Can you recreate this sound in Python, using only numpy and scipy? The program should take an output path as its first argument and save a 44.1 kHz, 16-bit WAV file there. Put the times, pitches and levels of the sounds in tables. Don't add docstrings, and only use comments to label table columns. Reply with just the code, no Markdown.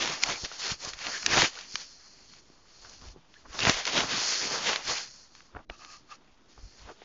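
import sys
import numpy as np
from scipy import signal
from scipy.fft import rfft, irfft
from scipy.io import wavfile
from scipy.ndimage import uniform_filter1d

SR = 44100
rng = np.random.default_rng(int(sys.argv[2]) if len(sys.argv) > 2 else 0)


def to_wav(sig):
    pcm = np.clip(np.atleast_2d(sig), -1, 1) * 32767
    pcm = np.round(pcm).astype(np.int16)
    wavfile.write(sys.argv[1], SR, pcm.T)


def boost_factor(decibels):
    exponent = np.asarray(decibels, float) / 20
    return 10 ** exponent


N = 310464
HZ = np.arange(N // 2 + 1) * SR / N + 1e-3
GRID = 16


def unit(x):
    return x / np.sqrt(np.mean(x ** 2))


def shaped(x, gain):
    return irfft(rfft(x) * gain, N)


def walk(rate_hz):
    return unit(shaped(rng.standard_normal(N), 1 / (1 + (HZ / rate_hz) ** 2)))


def slips(rate_per_s, scatter_db):
    excess = np.minimum(rng.exponential(size=N), 4.5)
    size = boost_factor(scatter_db * excess) * rng.choice([-1, 1], N)
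    lets_go = rng.random(N) < rate_per_s / SR
    return unit(size * lets_go)


def swell(s, rise, fall):
    roundness = 1.355
    t = np.arange(0, N, GRID) / SR - s
    distance = np.where(t < 0, -t / max(rise, .005), t / max(fall, .005))
    return boost_factor(-40 * distance ** roundness)


def per_sample(power):
    return np.interp(np.arange(N), np.arange(0, N, GRID), 10 * np.log10(power + 1e-14))


def contact_levels():
    # peak t/s, rise t/s, fall t/s, fibre hiss level/dB, weight (scrape against hiss)/dB
    strokes = [(.03, 0.47, 0.21, -34, 1), (.12, 0.15, 0.12, -37.5, -2), (.233, 0.022, 0.017, -28, -8),
               (0.304, 0.13, 0.1, -34, -1), (.42, 0.12, 0.054, -40.5, -11), (.453, 0.024, 0.02, -37, 0.5),
               (.55, 0.3, 0.14, -46.5, -2), (.6, 0.034, .08, -39.5, -2), (.65, 0.085, 0.086, -34.5, -2),
               (.71, 0.12, 0.05, -31, -4.5), (0.841, 0.068, 0.061, -38.5, -6),
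               (.89, .08, 0.042, -38.5, -5.5), (.938, 0.017, 0.016, -44, -2),
               (1.061, 0.14, 0.18, -39.5, -0.5), (1.155, 0.11, 0.084, -36.5, -5),
               (1.225, 0.063, 0.12, -40.5, -8), (1.34, 0.095, 0.11, -29, 3), (1.41, .1, .08, -26, 0.5),
               (1.455, 0.086, .04, -30.5, -0.5), (1.58, 0.23, 0.17, -46.5, -2),
               (1.74, 0.095, 0.12, -48, -12), (1.82, 0.24, 0.068, -44, -6), (1.87, .1, 0.93, -54, -10),
               (2.33, 0.17, .07, -59, -10), (2.4, 0.26, 0.015, -58, -6), (2.7, 0.087, 0.064, -64, -4),
               (2.83, 0.21, .2, -55, -9.5), (2.93, 0.29, 0.16, -53.5, -7.5), (3.06, 0.11, .1, -55, -3.5),
               (3.125, 0.12, .02, -59, -13), (3.36, 0.13, 0.29, -64, -5), (3.55, .09, .08, -50, -0.5),
               (3.615, 0.077, .1, -36, -2.5), (3.686, .1, 0.088, -28.5, 1), (3.78, 0.13, 0.13, -37, 1.5),
               (3.876, 0.032, 0.093, -36.5, 4), (3.985, 0.11, .12, -30.5, 3),
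               (4.114, 0.081, 0.14, -35, 2.5), (4.2, 0.17, 0.18, -32, -3.5), (4.3, 0.17, 0.2, -28.5, -7),
               (4.44, 0.12, 0.13, -33, -3.5), (4.54, 0.099, 0.11, -31.5, -3.5),
               (4.69, 0.13, 0.13, -31, 2.5), (4.909, 0.086, 0.064, -30, -1.5), (4.82, .05, .04, -56, 8),
               (4.97, 0.12, 0.13, -34.5, -5), (5.13, .2, 0.25, -52, -11), (5.25, .15, 0.02, -61, -17),
               (5.36, 0.062, 0.15, -57, -7.5), (5.45, .1, .09, -63, -8), (5.565, .04, .07, -77, 5),
               (5.75, 0.11, 0.054, -59, -4), (5.825, 0.074, .09, -54.5, -5), (5.93, 0.095, .09, -50, -8),
               (6.118, 0.048, 0.046, -53, -1), (6.155, .04, 0.015, -58.5, -8),
               (6.5, 0.025, 0.37, -63.5, -4), (6.66, 0.18, .25, -60.5, -13), (6.8, 0.13, 0.14, -57, -3.5),
               (6.895, .07, .05, -62, 7), (6.93, .15, .025, -61.5, -1), (7.04, 0.19, .1, -64, 3.5)]
    # peak t/s, half length t/s, shell rustle level/dB, cloth rumble level/dB, port pumping level/dB
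    presses = [(0.052, 0.15, -46, -46.5, -52.5), (0.111, 0.044, -41.5, -44, -71),
               (0.3, 0.096, -39, -47, -50.5), (0.444, 0.024, -59, -48, -44),
               (0.727, 0.028, -50, -54, -36.5), (0.663, 0.018, -41, -53, -70),
               (0.859, 0.059, -43.5, -53.5, -56), (0.947, 0.061, -61, -70, -51),
               (1.08, 0.039, -45.5, -47.5, -56), (1.33, 0.09, -39, -36, -43.5),
               (1.379, 0.054, -27.5, -30.5, -44), (1.432, 0.029, -31, -32.5, -48),
               (2.865, 0.12, -57.5, -76, -57), (3.04, 0.059, -56.5, -61, -45), (3.097, 0.06, -63, -69, -44),
               (3.168, 0.041, -62, -55, -62), (3.459, 0.023, -51, -63, -62), (3.497, .05, -68, -66, -48),
               (3.55, 0.035, -46, -53, -60), (3.639, 0.072, -37, -41, -47),
               (3.685, 0.038, -31.5, -32.5, -40), (3.755, 0.045, -50, -53, -42.5),
               (3.98, 0.083, -32, -37.5, -47), (4.04, 0.027, -51, -36.5, -47),
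               (4.146, 0.12, -43.5, -45, -58.5), (4.452, .06, -49, -44.5, -65),
               (4.548, 0.096, -36.5, -46.5, -69), (4.783, 0.072, -43.5, -60, -72),
               (4.896, .06, -57, -48.5, -47.5), (5.565, 0.034, -45.5, -49, -45.5),
               (5.6, .035, -54, -57, -51), (5.707, 0.019, -51, -50.5, -34), (6.589, 0.035, -62, -64, -48.5),
               (6.645, 0.046, -72, -68, -43.5), (6.68, .035, -68, -70, -54), (6.82, .03, -58, -70, -50),
               (6.86, .035, -63, -70, -48), (6.897, 0.036, -45, -61, -68)]
    # hiss, scrape, rustle, rumble, pumping level/dB
    rest_db = (-73.5, -71, -69.5, -69, -68.5)
    # level at no weight/dB, slope/(dB per dB of weight)
    rustle_law = (-6.5, 1.19)
    # level at no weight/dB, slope/(dB per dB of weight)
    rumble_law = (-18.5, 1.25)
    steepness = (1.01, 1.156, 1.28, 1.35)
    points = len(np.arange(0, N, GRID))
    power = np.outer(boost_factor(np.array(rest_db)) ** 2, np.ones(points))
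    for s, rise, fall, db, weight_db in strokes:
        lower = [db + base_db + slope * weight_db for base_db, slope in (rustle_law, rumble_law)]
        peak_power = boost_factor(np.c_[[db, db + weight_db] + lower]) ** 2
        power[:4] += peak_power * swell(s, rise, fall) ** np.c_[list(steepness)]
    for s, half, *db in presses:
        power[2:] += np.outer(boost_factor(np.array(db)) ** 2, swell(s, half, half))
    return [per_sample(p) for p in power]


def steep(hz):
    return 120 if hz > 3000 else 10


def rubbing():
    # low edge f/Hz, high edge f/Hz, tilt/(dB per octave), grains' share of power (0-1), flicker/dB
    layers = [(4120, 7530, -5.5, 0.45, 0.9), (1400, 4020, -0.6, 0.23, 1.9), (400, 1290, 0.5, 0.29, 1.56),
              (92, 357, 1.5, 0.17, 2.5), (18, 99, -2.5, 0.3, 4)]
    grains, drag = slips(3000, 2.8), walk(55)
    levels = contact_levels()
    pumping_db = levels[-1]
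    swing_hz = 40 * boost_factor(2.4 * walk(7.8))
    swing = np.sin(2 * np.pi * np.cumsum(swing_hz) / SR)
    out = 0.75 * boost_factor(pumping_db) * swing
    noise_levels = levels[:-1] + [pumping_db - 5.5]
    for (lo_hz, hi_hz, tilt_db, grainy, flicker_db), db in zip(layers, noise_levels):
        low_cut, high_cut = 1 + (lo_hz / HZ) ** steep(lo_hz), 1 + (HZ / hi_hz) ** steep(hi_hz)
        colour = boost_factor(tilt_db * np.log2(HZ / lo_hz)) / np.sqrt(low_cut * high_cut)
        contact = np.sqrt(grainy) * grains + np.sqrt(1 - grainy) * rng.standard_normal(N)
        place = np.clip(2 * np.log(HZ / lo_hz) / np.log(hi_hz / lo_hz), 0, 2)
        band = np.zeros(N)
        for k in range(3):
            part = shaped(contact, colour * np.clip(1 - abs(place - k), 0, 1))
            band += part * boost_factor(flicker_db * walk(8.8))
        out = out + boost_factor(db) * unit(band * boost_factor(0.67 * drag))
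    return out


def room():
    # f/Hz, spectral density level/dB
    spectrum = [(18, -30), (30, 5), (287, -5), (361, -10.5), (791, -12), (7400, -32), (9620, -64.5),
                (16300, -120)]
    total_db = -78.5
    hz, db = np.transpose(spectrum)
    colour = boost_factor(np.interp(np.log(HZ), np.log(hz), db))
    return boost_factor(total_db) * unit(shaped(rng.standard_normal(N), colour))


def snaps_and_thumps():
    # onset t/s, peak level/dB, low edge f/Hz, high edge f/Hz
    burst_table = [(0.058, -15, 1420, 5280), (.0756, -17, 690, 4360), (0.0996, -17.5, 570, 5140),
                   (0.236, -2.5, 1400, 7300), (.435, -33.5, 50, 280), (0.4488, -17.5, 1550, 5890),
                   (0.516, -31.5, 400, 1890), (0.717, -32, 40, 196), (.8495, -16, 5800, 7200),
                   (.872, -41, 40, 250), (0.9347, -24, 1120, 4770), (.99, -25, 1290, 5290),
                   (1.068, -17, 1090, 4590), (1.23, -25, 1340, 2710), (1.263, -2.5, 1820, 6900),
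                   (1.3785, -9, 250, 2620), (1.372, -20, 50, 420), (1.432, -23.5, 60, 400),
                   (1.42, -4.5, 880, 4370), (1.5546, -30, 2400, 4690), (1.5887, -25, 950, 4680),
                   (1.6106, -27.5, 2360, 5880), (1.743, -41, 50, 330), (1.756, -11, 1300, 6100),
                   (2.337, -36, 740, 6380), (2.4998, -47, 160, 400), (2.849, -38, 980, 1870),
                   (2.8583, -43, 940, 4530), (2.8959, -33, 4870, 6830), (3.0142, -40, 640, 5310),
                   (3.018, -48, 60, 260), (3.0861, -40, 1350, 5690), (3.1608, -42, 200, 620),
                   (3.3408, -39.5, 1130, 3880), (3.4562, -44, 450, 1500), (3.5307, -33, 870, 5230),
                   (3.5497, -28, 1370, 6400), (3.5911, -13.5, 740, 4980), (3.604, -13, 2810, 5290),
                   (3.632, -13, 2870, 5020), (3.652, -7, 450, 4200), (3.6698, -12, 360, 2440),
                   (3.672, -19.5, 60, 400), (3.682, -13.5, 400, 2600), (3.694, -15, 70.4, 454),
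                   (3.6964, -3.5, 1153, 5700), (3.8535, -12.5, 1890, 5500), (3.8676, -15, 3700, 5300),
                   (3.877, -12.5, 700, 5500), (3.978, -12, 450, 3740), (4.0051, -12.5, 570, 4160),
                   (4.3236, -14.5, 2610, 6900), (4.7316, -14.5, 530, 3120), (4.7598, -11.5, 890, 4100),
                   (5.3511, -36, 690, 5360), (5.4055, -38.5, 1200, 2380), (5.55, -34, 300, 1500),
                   (5.563, -37, 500, 1930), (5.5671, -31, 400, 1660), (5.591, -40, 400, 1920),
                   (5.6986, -23.5, 250, 2830), (5.7004, -28.5, 2300, 2880), (5.8485, -30, 1200, 5240),
                   (5.965, -42, 2650, 5760), (6.578, -42, 600, 1000), (6.794, -43, 1040, 5970),
                   (6.8917, -37, 700, 1840), (7.0186, -39, 330, 800), (7.019, -44, 1500, 3480)]
    crackle_t60_s, rise_s = .012, 0.0011
    kick = 5.1
    length = 2048
    out, t = np.zeros(N + length), np.arange(length) / SR
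    envelope = np.exp(-np.log(1000) * t / crackle_t60_s) * np.minimum(t / rise_s, 1)
    for s, db, lo_hz, hi_hz in burst_table:
        burst = rng.standard_normal(length) * envelope
        burst[0] = -kick
        body = signal.butter(2, lo_hz, "highpass", fs=SR, output="sos")
        muffle = signal.butter(4, hi_hz, fs=SR, output="sos")
        crack = signal.sosfilt(np.vstack([body, muffle]), burst)
        i = int(s * SR)
        out[i:i + length] += boost_factor(db) * crack / np.abs(crack).max()
    return out[:N]


def squeaks():
    squeak_table = [(0.329, 0.051, 2300, 2340, 300, -41), (1.093, 0.12, 1643, 1743, 520, -39),
                    (1.555, 0.037, 1473, 1480, 250, -49), (2.836, 0.05, 1490, 1400, 400, -58),
                    (3.339, 0.045, 1320, 2000, 260, -57.5), (3.596, 0.063, 2750, 2770, 700, -33),
                    (4.299, 0.17, 1583, 1855, 250, -45), (6.878, 0.058, 885, 200, 300, -52)]
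    out = np.zeros(N)
    for s, length, start_hz, end_hz, width_hz, db in squeak_table:
        waver = unit(shaped(rng.standard_normal(N), 1 / (1 + (2 * HZ / width_hz) ** 2)))
        progress = np.clip((np.arange(N) / SR - s) / length, 0, 1)
        phase = 2 * np.pi * np.cumsum(start_hz + (end_hz - start_hz) * progress) / SR
        envelope = np.sqrt(2 * np.sin(np.pi * progress) ** 2)
        out += boost_factor(db) * envelope * waver * np.sin(phase)
    return out


def case():
    # peak t/s, rise t/s, fall t/s, level/dB
    brushes = [(5.735, 0.03, 0.051, -54.5), (5.832, 0.077, 0.071, -53.5), (5.932, 0.11, 0.057, -53.5),
               (6.125, 0.039, 0.033, -46.5)]
    # f/Hz, half-power width f/Hz, relative level/dB
    resonances = [(770, 102, -7), (1200, 100, 6), (1650, 110, -6), (2620, 140, -2)]
    modes = sum(boost_factor(db) / (1 + (1.3 * (HZ - hz) / width) ** 2) for hz, width, db in resonances)
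    power = sum(boost_factor(db) ** 2 * swell(s, rise, fall) for s, rise, fall, db in brushes)
    return boost_factor(per_sample(power)) * unit(shaped(slips(4000, 4.3), modes))


def scene():
    dip = (5.65, 5.693, 700, -22)
    start, end, above_hz, db = dip
    dry, t = rubbing() + room() + snaps_and_thumps() + squeaks() + case(), np.arange(N) / SR
    gap = uniform_filter1d(1. * ((t > start) & (t < end)), size=100)
    above_bass = shaped(dry, 1 / (1 + (above_hz / HZ) ** 8))
    return (dry - (1 - boost_factor(db)) * gap * above_bass)[None]


def top_cut(x):
    return signal.sosfilt(signal.butter(12, 8080, fs=SR, output="sos"), x)


def record(dry):
    seam_hz, seam_width_hz, top_hz = 3960, 51, 6950
    offset = .0007
    seam = 1 - 0.91 / (1 + (2 * (HZ - seam_hz) / seam_width_hz) ** 2)
    top = 1 / np.sqrt(1 + (HZ / top_hz) ** 40 + (HZ / 7260) ** 500)
    top = top + boost_factor(-27.5) / (1 + (HZ / 7500) ** 60)
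    ends = np.clip(np.minimum(np.arange(N), np.arange(N)[::-1]) / 64, 0, 1)
    mix = shaped(dry * ends, seam * top) + offset * ends
    return top_cut(mix)


dry = scene()
out = record(dry)
to_wav(out)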